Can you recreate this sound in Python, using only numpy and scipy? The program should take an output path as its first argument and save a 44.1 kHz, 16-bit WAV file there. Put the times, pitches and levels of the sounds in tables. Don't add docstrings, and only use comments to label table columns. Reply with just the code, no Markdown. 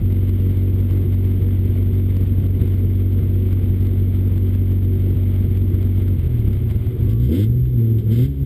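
import sys
import numpy as np
from scipy import signal
from scipy.fft import rfft, irfft, next_fast_len
from scipy.io import wavfile
from scipy.ndimage import uniform_filter1d

SR = 44100
rng = np.random.default_rng(int(sys.argv[2]) if len(sys.argv) > 2 else 0)


def dump(signal):
    limited = np.clip(np.atleast_2d(signal).T, -1, 1)
    pcm = np.round(limited * 32767).astype(np.int16)
    wavfile.write(sys.argv[1], SR, pcm)


N = 372644
TIME = np.arange(N) / SR

# t/s, f/Hz
FIRING_RATE = [(0, 46.97), (6.1, 46.97), (6.68, 27.3), (6.75, 19.5), (6.96, 15), (7.1, 55), (7.26, 64),
               (7.4, 101), (7.5, 121), (7.61, 127), (7.8, 114), (8.09, 108), (8.28, 139), (8.45, 135)]
# f/Hz, relative level/dB
STROKE_TONE = [(22, -28), (36, -8), (49, -9), (94, 0), (122, 0), (143, -20), (188, -18), (233, -12.5),
               (282, -20), (345, -22), (378, -27), (425, -35), (495, -31), (570, -49), (660, -50),
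               (900, -64)]
# f/Hz, relative level/dB
THUD_TONE = [(15, -26), (35, -10.5), (70, 5.5), (110, -1.5), (150, -1), (205, -11.5), (248, -14.5),
             (305, -16), (355, -14.5), (450, -22), (650, -47)]
# f/Hz, relative level/dB
GAS_TONE = [(20, -30), (45, -12), (115, -2.5), (175, -7.5), (210, -1), (250, -0.5), (305, -10), (345, -4.5),
            (395, -12.5), (470, -12.5), (540, -27.5), (750, -41)]
# f/Hz, relative level/dB
CLATTER_TONE = [(300, -17.5), (590, 12), (730, 3.5), (1000, -0.5), (1300, -1), (1800, -3.5), (2000, 0.5),
                (2140, 4), (2350, -1.5), (2750, -4.5), (3150, 0), (3650, -4), (4100, -12), (5000, -16.5),
                (6200, -22.5)]
# f/Hz, relative level/dB
RASP_TONE = [(400, -30), (1000, -18.5), (1600, -10), (2600, 3.5), (3700, 4.5), (4300, -13), (5100, 0),
             (6100, -23), (7500, -4.5), (12000, -37.5)]
# f/Hz, relative level/dB
TICK_TONE = [(300, -10), (800, 3), (1400, 6), (2200, 1.5), (3500, 0), (4800, -7), (8000, -8.5),
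             (14000, -38)]
# t/s, f/Hz, level/dB
BELT_PATH = [(7.0, 1110, -105), (7.06, 1112, -60), (7.15, 1150, -59), (7.23, 1130, -62),
             (7.28, 1148, -91.5)]
# t/s, relative level/dB
FITTING_RATTLES = [(0.902, -49), (2.676, -46.5), (3.853, -46.5), (6.081, -42), (6.532, -42.5),
                   (6.868, -46.5), (7.593, -56), (7.656, -47)]
# f/Hz, width/Hz, relative level/dB
METAL_MODES = [(1640, 320, -2.5), (2120, 110, 5), (3120, 69, 3.5), (3380, 110, -5.5)]
WALL_ECHOES = [.0031, .0053, .0083]
# thud about the mean, relative tick level/dB
LOPE_ROUND = [(1.4, -49), (-.5, -70), (0.73, -55), (0.28, -55.5), (-1.6, -66), (0.79, -49), (-0.059, -51.5),
              (0.0044, -68.5)]
# t/s, relative tick level/dB
HARD_KNOCKS = [(0.125, -41), (0.295, -41.5), (0.804, -44), (0.91, -43), (0.975, -43), (1.146, -41.5),
               (1.251, -44), (1.955, -47.5), (2.168, -39.5), (3.529, -42.5), (3.87, -44), (4.38, -43.5),
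               (4.551, -42), (4.721, -44.5), (5.574, -44), (5.829, -42.5), (6.712, -40.5), (7.133, -45.5)]
# t/s, length/s, load 0-1, rasp level/dB
THROTTLE_DABS = [(7.085, .03, 0.2, -52), (7.188, .11, .1, -52.5), (7.308, 0.13, 0.86, -44.5),
                 (7.784, .16, 0.4, -67), (7.983, 0.0089, .2, -49.5), (8.094, .16, 0.53, -46.5)]
# t/s, half width/s, boom loss/dB, bark loss/dB, alternate-firing limp 0-1
EXHAUST_FALTERS = [(6.26, 0.084, 1.5, 6.5, .05), (6.909, 0.028, 3.5, 0.5, 0), (7.353, 0.027, 10, 1.5, 0.3),
                   (7.63, .04, -0.5, 8, 0.4), (7.71, 0.045, 2, 3, 0.8), (8.031, 0.023, 10, 1, 0.4),
                   (8.355, 0.038, 12, 6.5, .2)]

BOOM_DB, BARK_DB = (-16, -2, 0.5, 1.5), (-28.5, -4, -1.5, 13)
CLATTER_DB, RAGGED_DB = (-50, -0.5, -10.5, 12.5), (-0.5, 6.5, 2, -9)
OVERTONE_LIFT_DB, LIMP = (-0.5, -8, 1, 7.5), (-0.066, .3, .22, -0.11)


def from_db(db):
    return 10 ** (np.asarray(db) / 20)


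def unit_rms(x):
    return x / np.sqrt(np.mean(x ** 2) + 1e-20)


def levelled(x, size=5000):
    power = uniform_filter1d(uniform_filter1d(x ** 2, size), size)
    return x / np.sqrt(np.abs(power) + 1e-20)


def automation(rows):
    times, *columns = np.transpose(rows)
    return [np.interp(TIME, times, column) for column in columns]


def gate(start, length, attack, release):
    rise = np.clip((TIME - start) / attack, 0, 1)
    return rise * np.exp(-np.maximum(TIME - start - length, 0) / release)


def drift(rate_hz):
    return np.interp(TIME * rate_hz, np.arange(1000), rng.standard_normal(1000))


def clicks(times, strengths):
    out = np.zeros(N)
    np.add.at(out, np.clip(np.round(times * SR).astype(int), 0, N - 1), strengths)
    return out


def puffs(count, depth_db, lag):
    return rng.standard_normal(N) * from_db(depth_db * np.cos(2 * np.pi * (count - lag)))


def resonance(x, hz, width):
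    r = np.exp(-np.pi * width / SR)
    poles = [1, -2 * r * np.cos(2 * np.pi * hz / SR), r * r]
    return signal.lfilter((1 - r * r) / 2 * np.array([1, 0, -1]), poles, x)


def body(x, tone):
    size = next_fast_len(N + SR // 2, True) // 2 * 2
    hz, db = np.transpose(tone)
    grid = np.arange(size // 2 + 1) * SR / size
    gain = from_db(np.interp(np.log(grid + 1), np.log(hz), db))
    cepstrum = irfft(np.log(gain))
    cepstrum[1:size // 2] *= 2
    cepstrum[size // 2 + 1:] = 0
    skirts = 1j * grid / (1j * grid + hz[0] / 2) / (1 + 1j * grid / hz[-1] / 2) ** 2
    return irfft(rfft(x, size) * np.exp(rfft(cepstrum)) * skirts)[:N]


def cabin(x, bounce=.55):
    size = next_fast_len(N + SR // 2, True)
    hz = np.arange(size // 2 + 1) * SR / size
    echoes = np.exp(-2j * np.pi * np.outer(WALL_ECHOES, hz))
    smear = np.prod((echoes - bounce) / (1 - bounce * echoes), axis=0)
    return irfft(rfft(x, size) * smear, size)[:N]


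def crank(firing_hz):
    count = np.cumsum(firing_hz) / SR
    return count - np.interp(HARD_KNOCKS[0][0], TIME, count)


def engine_state(firing_hz, stall_hz=24.2, stumble_hz=36.6, idle_hz=46.6, smooth_hz=64, lead_s=.037):
    stalling = np.interp(firing_hz, [stall_hz, stumble_hz], [1, 0])
    at_speed = np.interp(firing_hz, [idle_hz, smooth_hz], [0, 1])
    loads = [load * gate(start - lead_s, length, attack=.037, release=.045)
             for start, length, load, _ in THROTTLE_DABS]
    return np.array([stalling, at_speed, np.max(loads, axis=0)])


def follow(setting, state):
    return setting[0] + np.dot(setting[1:], state)


def firings(count, at_speed, jitter_s=.00005, tick_spread_db=3, tick_fade_db=12):
    index = np.arange(np.floor(count[0]), count[-1]).astype(int)
    timing_luck, force_luck = rng.standard_normal((len(index), 2)).T
    times = np.interp(index, count, TIME) + jitter_s * timing_luck
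    calm = np.interp(times, TIME, at_speed)
    lope, tick_db = np.array(LOPE_ROUND)[index % len(LOPE_ROUND)].T
    knocking = np.isin(index, np.round(np.interp(np.array(HARD_KNOCKS)[:, 0], TIME, count)))
    uneven = lope * (1 - .22 * calm) + .7 * force_luck + .67 * knocking
    tick_db = tick_db + tick_spread_db * force_luck - tick_fade_db * calm
    hits = np.vstack([np.column_stack([times, tick_db])[~knocking], HARD_KNOCKS])
    return index, times, uneven, hits


def panel_drone(hz=371, width_hz=14, level_db=-42):
    ring = resonance(rng.standard_normal(N), hz, width_hz)
    return from_db(level_db) * unit_rms(resonance(ring, hz, width_hz))


def belt_squeal():
    hz, db = automation(BELT_PATH)
    tone = np.sqrt(2) * np.sin(2 * np.pi * np.cumsum(hz) / SR)
    return from_db(db) * tone * (db > db.min())


def metal_ticks(hits, gain_db=7, decay_s=.0023):
    times, db = np.vstack([hits, FITTING_RATTLES]).T
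    strikes = clicks(times - .001, from_db(db)) + 1e-18
    envelope = signal.lfilter([1], [1, -np.exp(-1 / (decay_s * SR))], strikes)
    return from_db(gain_db) * body(envelope * rng.choice([-1, 1], N), TICK_TONE)


def valve_clatter(count, hits, state, tap_db=2.5, spread_db=2.2, waver_db=1.45, swell_db=6, swell_s=.043):
    firing = np.round(count).astype(int)
    accent_db = (tap_db + spread_db * rng.standard_normal(1000))[firing]
    tap = np.exp(-((count - firing) / .045) ** 2)
    times, db = hits.T
    accents = clicks(times - swell_s / 4, from_db(db - db.max()))
    swell = signal.fftconvolve(accents, np.hanning(int(swell_s * SR)), "same")
    noise = rng.standard_normal(N) * from_db(accent_db * tap + swell_db * swell + waver_db * drift(25))
    return from_db(follow(CLATTER_DB, state)) * unit_rms(body(noise, CLATTER_TONE))


def throttle_rasp(count, at_speed, cylinders=4, accent_db=3.3, ring_db=7, shut_db=-63):
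    slaps = unit_rms(np.diff(np.floor(count), prepend=np.floor(count[0])))
    accent = from_db(accent_db * np.cos(2 * np.pi * count / cylinders))
    drive = (puffs(count, depth_db=2.5, lag=.12) + slaps) * accent
    buzz = sum(from_db(db + ring_db) * resonance(drive, hz, width) for hz, width, db in METAL_MODES)
    dabs = [from_db(db) * gate(start, length, attack=.15 * length, release=.02)
            for start, length, _, db in THROTTLE_DABS]
    trace = from_db(shut_db) * at_speed
    envelope = np.maximum(np.max(dabs, axis=0), trace)
    return envelope * levelled(cabin(body(drive, RASP_TONE) + buzz))


def exhaust(count, index, times, uneven, state, split_hz=165, lift_hz=(230, 600), surge_db=3):
    boom_loss_db, bark_loss_db, extra_limp = sum(
        np.outer(depths, np.exp(-((TIME - centre) / width) ** 2))
        for centre, width, *depths in EXHAUST_FALTERS)
    limp = np.interp(times, TIME, follow(LIMP, state) + extra_limp)
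    stroke = levelled(body(clicks(times, 1 + limp * np.cos(np.pi * index)), STROKE_TONE))
    overtones = signal.sosfiltfilt(signal.butter(2, lift_hz, "band", fs=SR, output="sos"), stroke)
    stroke += (from_db(follow(OVERTONE_LIFT_DB, state)) - 1) * overtones
    thud = levelled(body(clicks(times, uneven - uneven.mean()), THUD_TONE))
    gas = levelled(body(puffs(count, depth_db=2, lag=.52), GAS_TONE))
    raggedness = from_db(follow(RAGGED_DB, state) + surge_db * drift(8.8))
    pipe = cabin(stroke + raggedness * (from_db(-11) * thud + from_db(-12.5) * gas))
    lows = signal.sosfiltfilt(signal.butter(4, split_hz, fs=SR, output="sos"), pipe)
    boom = from_db(follow(BOOM_DB, state) - boom_loss_db) * levelled(lows)
    bark = from_db(follow(BARK_DB, state) - bark_loss_db) * levelled(pipe - lows)
    return boom + bark


def scene(exhaust_lead_s=.013):
    firing_hz, = automation(FIRING_RATE)
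    count, state = crank(firing_hz), engine_state(firing_hz)
    _, at_speed, _ = state
    index, times, uneven, hits = firings(count, at_speed)
    metal = valve_clatter(count, hits, state) + metal_ticks(hits)
    metal += throttle_rasp(count, at_speed) + panel_drone()
    pipe = exhaust(count, index, times - exhaust_lead_s, uneven, state)
    return (belt_squeal() + metal + pipe)[None]


def record(dry, notch_hz=6050, clock_hz=12000, whine_db=3, whine_top_hz=14200, cutoff_hz=15400):
    notched = signal.lfilter(*signal.iirnotch(notch_hz, Q=2.9, fs=SR), dry)
    slope = np.diff(notched, prepend=notched[:, :1])
    whine = from_db(whine_db) * slope * np.cos(2 * np.pi * clock_hz * TIME)
    whine = signal.sosfilt(signal.butter(3, whine_top_hz, fs=SR, output="sos"), whine)
    return signal.sosfilt(signal.ellip(10, .1, 80, cutoff_hz, fs=SR, output="sos"), notched + whine)


dry = scene()
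out = record(dry)
dump(out)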